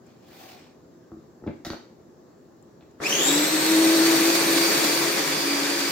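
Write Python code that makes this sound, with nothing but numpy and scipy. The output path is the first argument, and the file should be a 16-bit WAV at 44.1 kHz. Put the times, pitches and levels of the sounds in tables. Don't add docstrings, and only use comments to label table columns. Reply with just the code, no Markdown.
import sys
import numpy as np
from scipy import signal
from scipy.fft import rfft, irfft, next_fast_len
from scipy.io import wavfile
from scipy.ndimage import uniform_filter1d, map_coordinates

SR = 44100
rng = np.random.default_rng(int(sys.argv[2]) if len(sys.argv) > 2 else 0)


def gain_from_decibels(decibels):
    exponent = np.asarray(decibels, float) / 20
    return 10 ** exponent


def bounce(signal):
    frames = np.transpose(np.atleast_2d(signal))
    limited = np.clip(frames, -1, 1)
    pcm = np.round(limited * 32767).astype(np.int16)
    wavfile.write(sys.argv[1], SR, pcm)


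N = 260631
T = np.arange(N) / SR


def unit(x):
    return x / np.sqrt(np.mean(np.abs(x) ** 2) + 1e-20)


def along(points, hz):
    f, value = np.transpose(points)
    return np.interp(np.log(hz + 1), np.log(f + 1), value)


def wobble(rate, channels=1):
    knots = int(N * rate / SR) + 4
    return np.array([map_coordinates(rng.standard_normal(knots), [T * rate]) for _ in range(channels)])


def swells(rows):
    return sum(height * np.exp(-((T - s) / half) ** 2) for s, height, half in rows)


def filtered(x, response):
    m = next_fast_len(N + SR // 2)
    return irfft(rfft(x, m) * response(np.fft.rfftfreq(m, 1 / SR)), m)[..., :N]


def modes(table, f):
    return sum((-1) ** k * gain_from_decibels(db) * 1j * f * w / (c * c - f * f + 1j * f * w)
               for k, (c, w, db) in enumerate(table))


# frequency in Hz, left-right likeness from 0 to 1.
LIKENESS = [(60, 0.089), (150, 0.95), (380, 0.76), (950, 0.051), (2380, 0.455), (5980, 0.01), (15000, 0.02)]


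def paired(two):
    turn = lambda hz: np.arccos(np.clip(along(LIKENESS, hz), -1, 1)) / 2
    mid, side = filtered(two, lambda hz: np.array([np.cos(turn(hz)), np.sin(turn(hz))]))
    return np.array([mid + side, mid - side])


def rush(spectrum, patchy_db):
    z = signal.stft(rng.standard_normal((2, N)), nperseg=512)[2]
    field = uniform_filter1d(rng.standard_normal(z.shape[1:]), size=6, axis=0)
    field = uniform_filter1d(field, size=10, axis=1)
    two = signal.istft(z * gain_from_decibels(patchy_db * unit(field)), nperseg=512)[1][:, :N]
    low_cut = lambda hz: np.minimum(1, 1.5 * hz / spectrum[0][0]) ** 2
    return unit(paired(filtered(two, lambda hz: gain_from_decibels(along(spectrum, hz)) * low_cut(hz))))


# frequency in Hz, density in dB per Hz.
RUMBLE = [(13, -76.5), (25, -46), (60, -15.5), (110, -12.5), (170, -10), (350, -8), (550, -15.5),
          (1200, -26), (1560, -54), (2640, -120)]
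# frequency in Hz, width in Hz, level in dB.
ROOM_MODES = [(122, 14, -2), (172, 18, -2), (245, 16, 2), (352, 18, 2), (420, 16, -3), (512, 16, 1),
              (650, 25, -1)]
# frequency in Hz, density in dB per Hz.
MIC_HISS = [(600, -3), (1000, -1), (1800, -5), (2200, -13), (3200, -15.5), (4500, -11.5), (7600, -12),
            (8200, -28.5), (15800, -21)]


def room_tone():
    drone = filtered(rush(RUMBLE, patchy_db=.4), lambda f: 1 + .8 * np.abs(modes(ROOM_MODES, f)))
    return gain_from_decibels(-52 + 0.37 * wobble(2.56)) * unit(drone) + gain_from_decibels(-64.5) * rush(MIC_HISS, patchy_db=1.3)


# middle in seconds, scrape level in dB, half length in seconds.
CORD_PULLS = [
    (.1, -66, 0.0544),
    (0.471, -50.5, 0.1788),
]


def pulls(lead_s):
    return sum(gain_from_decibels(db) * np.exp(-((T + lead_s - s) / half) ** 2) for s, db, half in CORD_PULLS)


# frequency in Hz, density in dB per Hz.
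CORD_SCRAPE = [(290, -32), (500, -5), (766, 5), (937, -8), (1060, -5), (1390, -7), (2120, -6.5), (2420, -3),
               (2690, -7), (4870, -8.5), (8500, -19.5), (11000, -51.5), (18700, -120)]


def cord():
    sizzle_strength = unit(pulls(lead_s=.03) ** 1.56)
    sizzle_strength = gain_from_decibels(-56.5) * sizzle_strength / sizzle_strength.max()
    grain = unit(gain_from_decibels(1.3 * wobble(153.5) + 0.3 * wobble(24)))
    sizzle = rush([(7000, -40), (9000, -4), (12000, -7), (15000, 5), (16000, -2.0)], patchy_db=-1)
    scrape = pulls(0) * gain_from_decibels(2.5) * rush(CORD_SCRAPE, patchy_db=1.5)
    return grain * (scrape + sizzle_strength * sizzle)


# start in seconds, peak level in dB, frequency in Hz.
CREAKS = [
    (0.0654, -52.5, 7250),
    (2.6254, -49, 7300),
    (2.9113, -55.5, 7020),
]


def creaks():
    out, t = np.zeros(N), np.arange(SR // 40) / SR
    for s, db, hz in CREAKS:
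        flutter = np.cumsum(rng.normal(0, 0.14, len(t)))
        tick = np.sin(2 * np.pi * hz * t + flutter) * np.minimum(t / .0015, 1)
        out[round(s * SR):][:len(t)] += gain_from_decibels(db + 5 - 60 * t / 0.012) * tick
    return out * gain_from_decibels([[2.5], [-6]])


# start in seconds, thump level in dB, click level in dB,
# hardness as top frequency in Hz, scrape length in seconds.
CONTACTS = [(1.117, -34.5, -46, 1100, 0.014), (1.135, -42.5, -57, 900, 0.013),
            (1.167, -39.5, -64.5, 800, .012), (1.422, -38, -57, 900, .02), (1.439, -36, -48, 1410, 0.018),
            (1.464, -23.5, -51, 1200, 0.016), (1.474, -19.5, -44.5, 2390, 0.053),
            (1.467, -55.5, -60, 7000, 0.033), (1.495, -26, -66, 2000, 0.012),
            (1.649, -39, -37.5, 15000, 0.077), (1.666, -27.5, -38, 15000, 0.0243),
            (1.702, -24.5, -28.5, 5200, 0.01135), (1.716, -44, -46.5, 14000, 0.068),
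            (1.734, -34, -37.5, 2650, 0.0091), (2.809, -59, -57.5, 3600, 0.0198),
            (2.824, -49, -60.5, 2500, .04), (3.002, -37, -43, 2000, 0.025)]
# frequency in Hz, gain in dB.
PLASTIC_TONE = [(300, -1), (700, 8.5), (1000, 0.5), (1350, 1.5), (2000, -0.5), (2800, -5.5), (3800, 2),
                (6700, -6), (8900, -20), (12000, -12.5), (16000, -13.5)]
# frequency in Hz, width in Hz, level in dB.
WORKTOP = [(45, 40, -19), (80, 30, -11), (150, 40, -12), (213, 25, -8), (325, 24, 0), (560, 70, -15),
           (1100, 300, -28)]


def knocks():
    clicks, blows, t = np.zeros(N + SR), np.zeros(N + SR), np.arange(SR // 10) / SR
    for s, thump_db, click_db, top_hz, length_s in CONTACTS:
        at = round(s * SR)
        rough_db = 2.78 * rng.standard_normal(len(t)).repeat(40)[:len(t)]
        scrape = gain_from_decibels(-60 * t / length_s + rough_db) * rng.standard_normal(len(t))
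        soft = signal.butter(4, min(top_hz, SR / 2.2), fs=SR)
        click_gain = gain_from_decibels(click_db + 9.5) * np.sqrt(9000 / top_hz)
        clicks[at:][:len(t)] += click_gain * signal.lfilter(*soft, scrape)
        blows[at:][:len(t)] += gain_from_decibels(thump_db + 24.5) * t / 0.0002033 * np.exp(-t / 0.0003075)
    ringing = filtered(clicks[:N], lambda hz: gain_from_decibels(along(PLASTIC_TONE, hz)))
    return ringing + filtered(blows[:N], lambda f: modes(WORKTOP, f))


# frequency in Hz, 60 dB decay time in seconds.
KITCHEN_DECAY = [(100, 0.392), (400, 0.283), (2000, 0.457), (6000, 0.434), (14000, 0.267)]


def kitchen(x):
    x = filtered(x, lambda hz: hz / np.hypot(hz, 330))
    wet, step = np.zeros((2, N + SR)), SR // 4
    for at in range(SR // 10, N, step):
        if np.abs(x[at:at + step]).max() < 1e-4:
            continue
        hz, t, z = signal.stft(rng.standard_normal((2, SR // 2)), SR, nperseg=256)
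        decay = gain_from_decibels(-60 * t / along(KITCHEN_DECAY, hz)[:, None])
        tail = paired(signal.istft(z * decay, SR, nperseg=256)[1])[:, :SR // 2]
        answer = signal.fftconvolve(x[None, at:at + step], tail / np.linalg.norm(tail[0]), axes=1)
        wet[:, at + 200:][:, :answer.shape[1]] += answer
    return wet[:, :N]


START_S, FREE_HZ = 2.995, 350
# turns per second, time constant in seconds.
SPEED_LACK = [(47, .029), (178.5, .201), (33, 2.3)]
# middle in seconds, turns per second, half length in seconds.
SPEED_SNAGS = [
    (3.1, 6, .03),
    (3.19, -5, .05),
]


def shaft():
    since = np.maximum(T - START_S, 0)
    lacking = sum(lack * np.exp(-since / tau) for lack, tau in SPEED_LACK)
    return (T >= START_S) * (FREE_HZ + swells(SPEED_SNAGS) - lacking)


# time in seconds, load in dB.
FOOD_LOAD = [
    (2.995, -1),
    (3.3, 0.83),
    (3.5, -0.59),
    (4.15, .5),
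    (4.45, -0.66),
    (4.65, .5),
    (5.03, -0.6),
    (5.13, -3),
    (5.91, -3.5),
]


def driven(layer):
    db, by_speed, by_load, attack_s = layer
    load_db = np.interp(T, *np.transpose(FOOD_LOAD), left=0)
    rise = 1 - np.exp(-(np.maximum(T - START_S, 0) / attack_s) ** 2)
    return gain_from_decibels(db + by_load * load_db) * (shaft() / FREE_HZ) ** by_speed * rise


# frequency in Hz, density in dB per Hz.
JAR_SHAKE = [(30, -43.5), (60, -34), (85, -33.5), (115, -36.5), (140, -15.5), (200, -13.5), (300, -2.5),
             (530, -4), (620, -5.5), (1180, -9.5), (2000, -6), (2600, -43.5), (4400, -120)]
# frequency in Hz, width in Hz, level in dB.
COUNTER_MODES = [(152, 20, 7), (216, 20, -3), (278, 25, -4), (325, 25, 0), (365, 16, -2), (418, 25, -2),
                 (543, 20, -2), (700, 90, -12), (941, 30, -6)]
# frequency in Hz, density in dB per Hz.
FOOD_CHURN = [(530, -63.5), (800, -1.5), (1190, -2), (2390, -1), (2820, -4.5), (3830, -8), (4580, -8.5),
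              (5210, -3.5), (9500, -15), (12400, -24.5), (20900, -120)]
# frequency in Hz, width in Hz, level in dB.
HEAD_PANELS = [(2395, 134, -5), (3515, 75, 4), (4489, 96, 4.5), (5990, 47, -5.5)]
# frequency in Hz, density in dB per Hz.
COOLING_AIR = [(4410, -2), (7500, 4), (8500, -20), (9200, -11), (11900, -4.5), (13700, -5), (15900, -8)]


def roar():
    struck = np.clip(wobble(60) - 1.1, 0, .5) + .6 * np.clip(wobble(160) - 1.3, 0, .7)
    surge_db = .5 * wobble(6)
    shaken = filtered(rush(JAR_SHAKE, patchy_db=0.5), lambda f: .5 + np.abs(modes(COUNTER_MODES, f)))
    churned = filtered(rush(FOOD_CHURN, patchy_db=0.94), lambda f: 1 + 0.917 * np.abs(modes(HEAD_PANELS, f)))
    jar = driven((-28.5, 0.4335, 0.9575, .014)) * gain_from_decibels(1.5 + surge_db + 1.97 * struck) * unit(shaken)
    food = driven((-26.5, 1.01, 0.6458, 0.0384)) * gain_from_decibels(0.5 + surge_db + 4.55 * struck) * unit(churned)
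    fan = driven((-31, 1, 1.83, 0.0579)) * gain_from_decibels(1.5 + surge_db + 4.1 * struck)
    return jar + food + fan * rush(COOLING_AIR, patchy_db=1.48)


# frequency in Hz, width in Hz, level in dB.
ROCKING = [(283.24, 22.05, -5.5), (324.18, 13.81, 0.5)]
# turns per shaft turn, level in dB relative to the hum.
GEAR_ORDERS = [(.667, -20), (1.333, -23), (1.667, -20.5), (2, -18)]
# middle in seconds, change in dB, half length in seconds.
FOOD_BALANCE = [(3.22, -7, 0.055), (3.49, -8.5, 0.0395), (3.55, 6, 0.023), (3.62, -8.5, 0.056),
                (4.19, -3, 0.034), (4.45, -2.5, 0.074), (4.73, -10, 0.066), (4.88, -6, 0.107),
                (5.25, -10, .1), (5.62, -8, .05), (5.91, -8.5, 0.057)]
# middle in seconds, change in dB, half length in seconds.
WHEEL_BINDS = [
    (3.8, 6, 0.09),
    (4.05, 6.5, 0.103),
    (4.35, 7.5, .15),
    (4.75, 1, .12),
    (5.03, -11, 0.076),
    (5.25, -4, 0.114),
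    (5.55, 4, 0.125),
    (5.85, 1.5, 0.078),
]


def hum():
    speed_hz, planet_order = shaft(), .84
    rocking = lambda order: np.abs(modes(ROCKING, order * speed_hz))
    turn = 2 * np.pi * np.cumsum(speed_hz) / SR
    tone = np.sqrt(2) * gain_from_decibels(0.48 * wobble(25.0)) * np.sin(turn + 0.258 * wobble(33))
    gears = sum(gain_from_decibels(db + 1.2 * wobble(5.967)) * np.sin(order * turn + .5 * wobble(14))
                for order, db in GEAR_ORDERS)
    planet = np.sqrt(2) * np.sin(planet_order * turn + .8 * wobble(18))
    planet = planet * rocking(planet_order) * gain_from_decibels(swells(WHEEL_BINDS) + 2.5 * wobble(14))
    unbalance = driven((-18, 2, 2.5, 0.0419)) * rocking(1) * gain_from_decibels(swells(FOOD_BALANCE)) * (tone + gears)
    return (unbalance + driven((-32.5, 0.5, -0.47, 1.5)) * planet) * gain_from_decibels([[.6], [-.6]])


TEETH, BARS = 13.45, 14
# multiple of the tooth rate, blur in Hz, level in dB.
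TOOTH_LINES = [(.5, 350, -23), (.9, 494, -7.5), (1, 220, -2.5), (1.9, 707, -10), (2.018, 499.9, -5),
               (2.97, 905, -9), (4, 890, -16.5)]
# middle in seconds, change in dB, half length in seconds.
HARD_BITES = [
    (3.067, 6.5, 0.00466),
    (3.088, -11.5, 0.0089),
    (3.128, 3.5, 0.0056),
    (3.155, 3, 0.0062),
    (3.27, 1, .05),
    (4.5, 2, 0.164),
]
# frequency in Hz, gain in dB.
HOUSING_TONE = [(300, -15), (1500, -19.5), (2400, 8), (3000, 3), (4500, -7), (5500, 4.5), (7500, 6.5),
                (8300, -4), (9800, -10.5), (11200, -2.5), (14000, -6), (16000, -2.5)]


def whine():
    speed_hz = shaft()
    turn = 2 * np.pi * np.cumsum(speed_hz) / SR
    mesh = 0
    for k, blur_hz, db in TOOTH_LINES:
        load = gain_from_decibels(1.3 * wobble(45))
        blur = wobble(blur_hz, channels=2) + 1j * wobble(blur_hz, channels=2)
        core = 0.82 * np.exp(1j * 1.816 * wobble(40, channels=2))
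        runout = 1 + 0.563 * np.cos(turn + k) + 0.179 * np.cos(turn / 2 + k)
        audible = k * TEETH * speed_hz < 17000
        line = np.real((blur + core) * np.exp(1j * k * TEETH * turn))
        mesh = mesh + gain_from_decibels(db) * audible * load * runout * line
    brushes = gain_from_decibels(4.75 * wobble(11, channels=2)) * np.sin(BARS * turn + 1.41 * wobble(36, channels=2))
    teeth = driven((-26.8, 1.474, 1.6, 0.0444)) * gain_from_decibels(swells(HARD_BITES)) * mesh
    both = teeth + driven((-29, 7, 0.67, 0.04)) * brushes
    return paired(filtered(both, lambda hz: gain_from_decibels(along(HOUSING_TONE, hz))))


def standing(x, depth_db, spacing_hz):
    knots = rng.standard_normal((2, int(SR / 2 / spacing_hz) + 4))
    ripple = lambda hz: np.array([map_coordinates(k, [hz / spacing_hz]) for k in knots])
    small = lambda hz: 1 / np.sqrt(1 + np.minimum((125 / (hz + 1)) ** 8, 3))
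    return filtered(x, lambda hz: small(hz) * gain_from_decibels(depth_db * np.clip(hz / 500 - 1, 0, 1) * ripple(hz)))


def scene():
    hits = knocks()
    chopper = standing(roar() + hum() + whine(), depth_db=2.1, spacing_hz=22)
    return room_tone() + cord() + creaks() + hits + kitchen(hits) + chopper


def roll_off(x):
    return signal.sosfilt(signal.butter(12, 16040, fs=SR, output="sos"), x)


# frequency in Hz, left minus right in dB.
MIC_LEAN = [(60, 0), (150, 1), (380, 0.65), (950, 1.5), (2380, 1), (4400, -4), (8100, 5.5), (15000, 10)]


def record(dry):
    level = lambda hz: gain_from_decibels(np.outer([.5, -.5], along(MIC_LEAN, hz)))
    delay = lambda hz: np.exp(np.outer([1j, -1j], np.pi * hz * 45e-6))
    mix = filtered(dry, lambda hz: level(hz) * delay(hz) * (hz < 15880))
    return roll_off(mix)


dry = scene()
out = record(dry)
bounce(out)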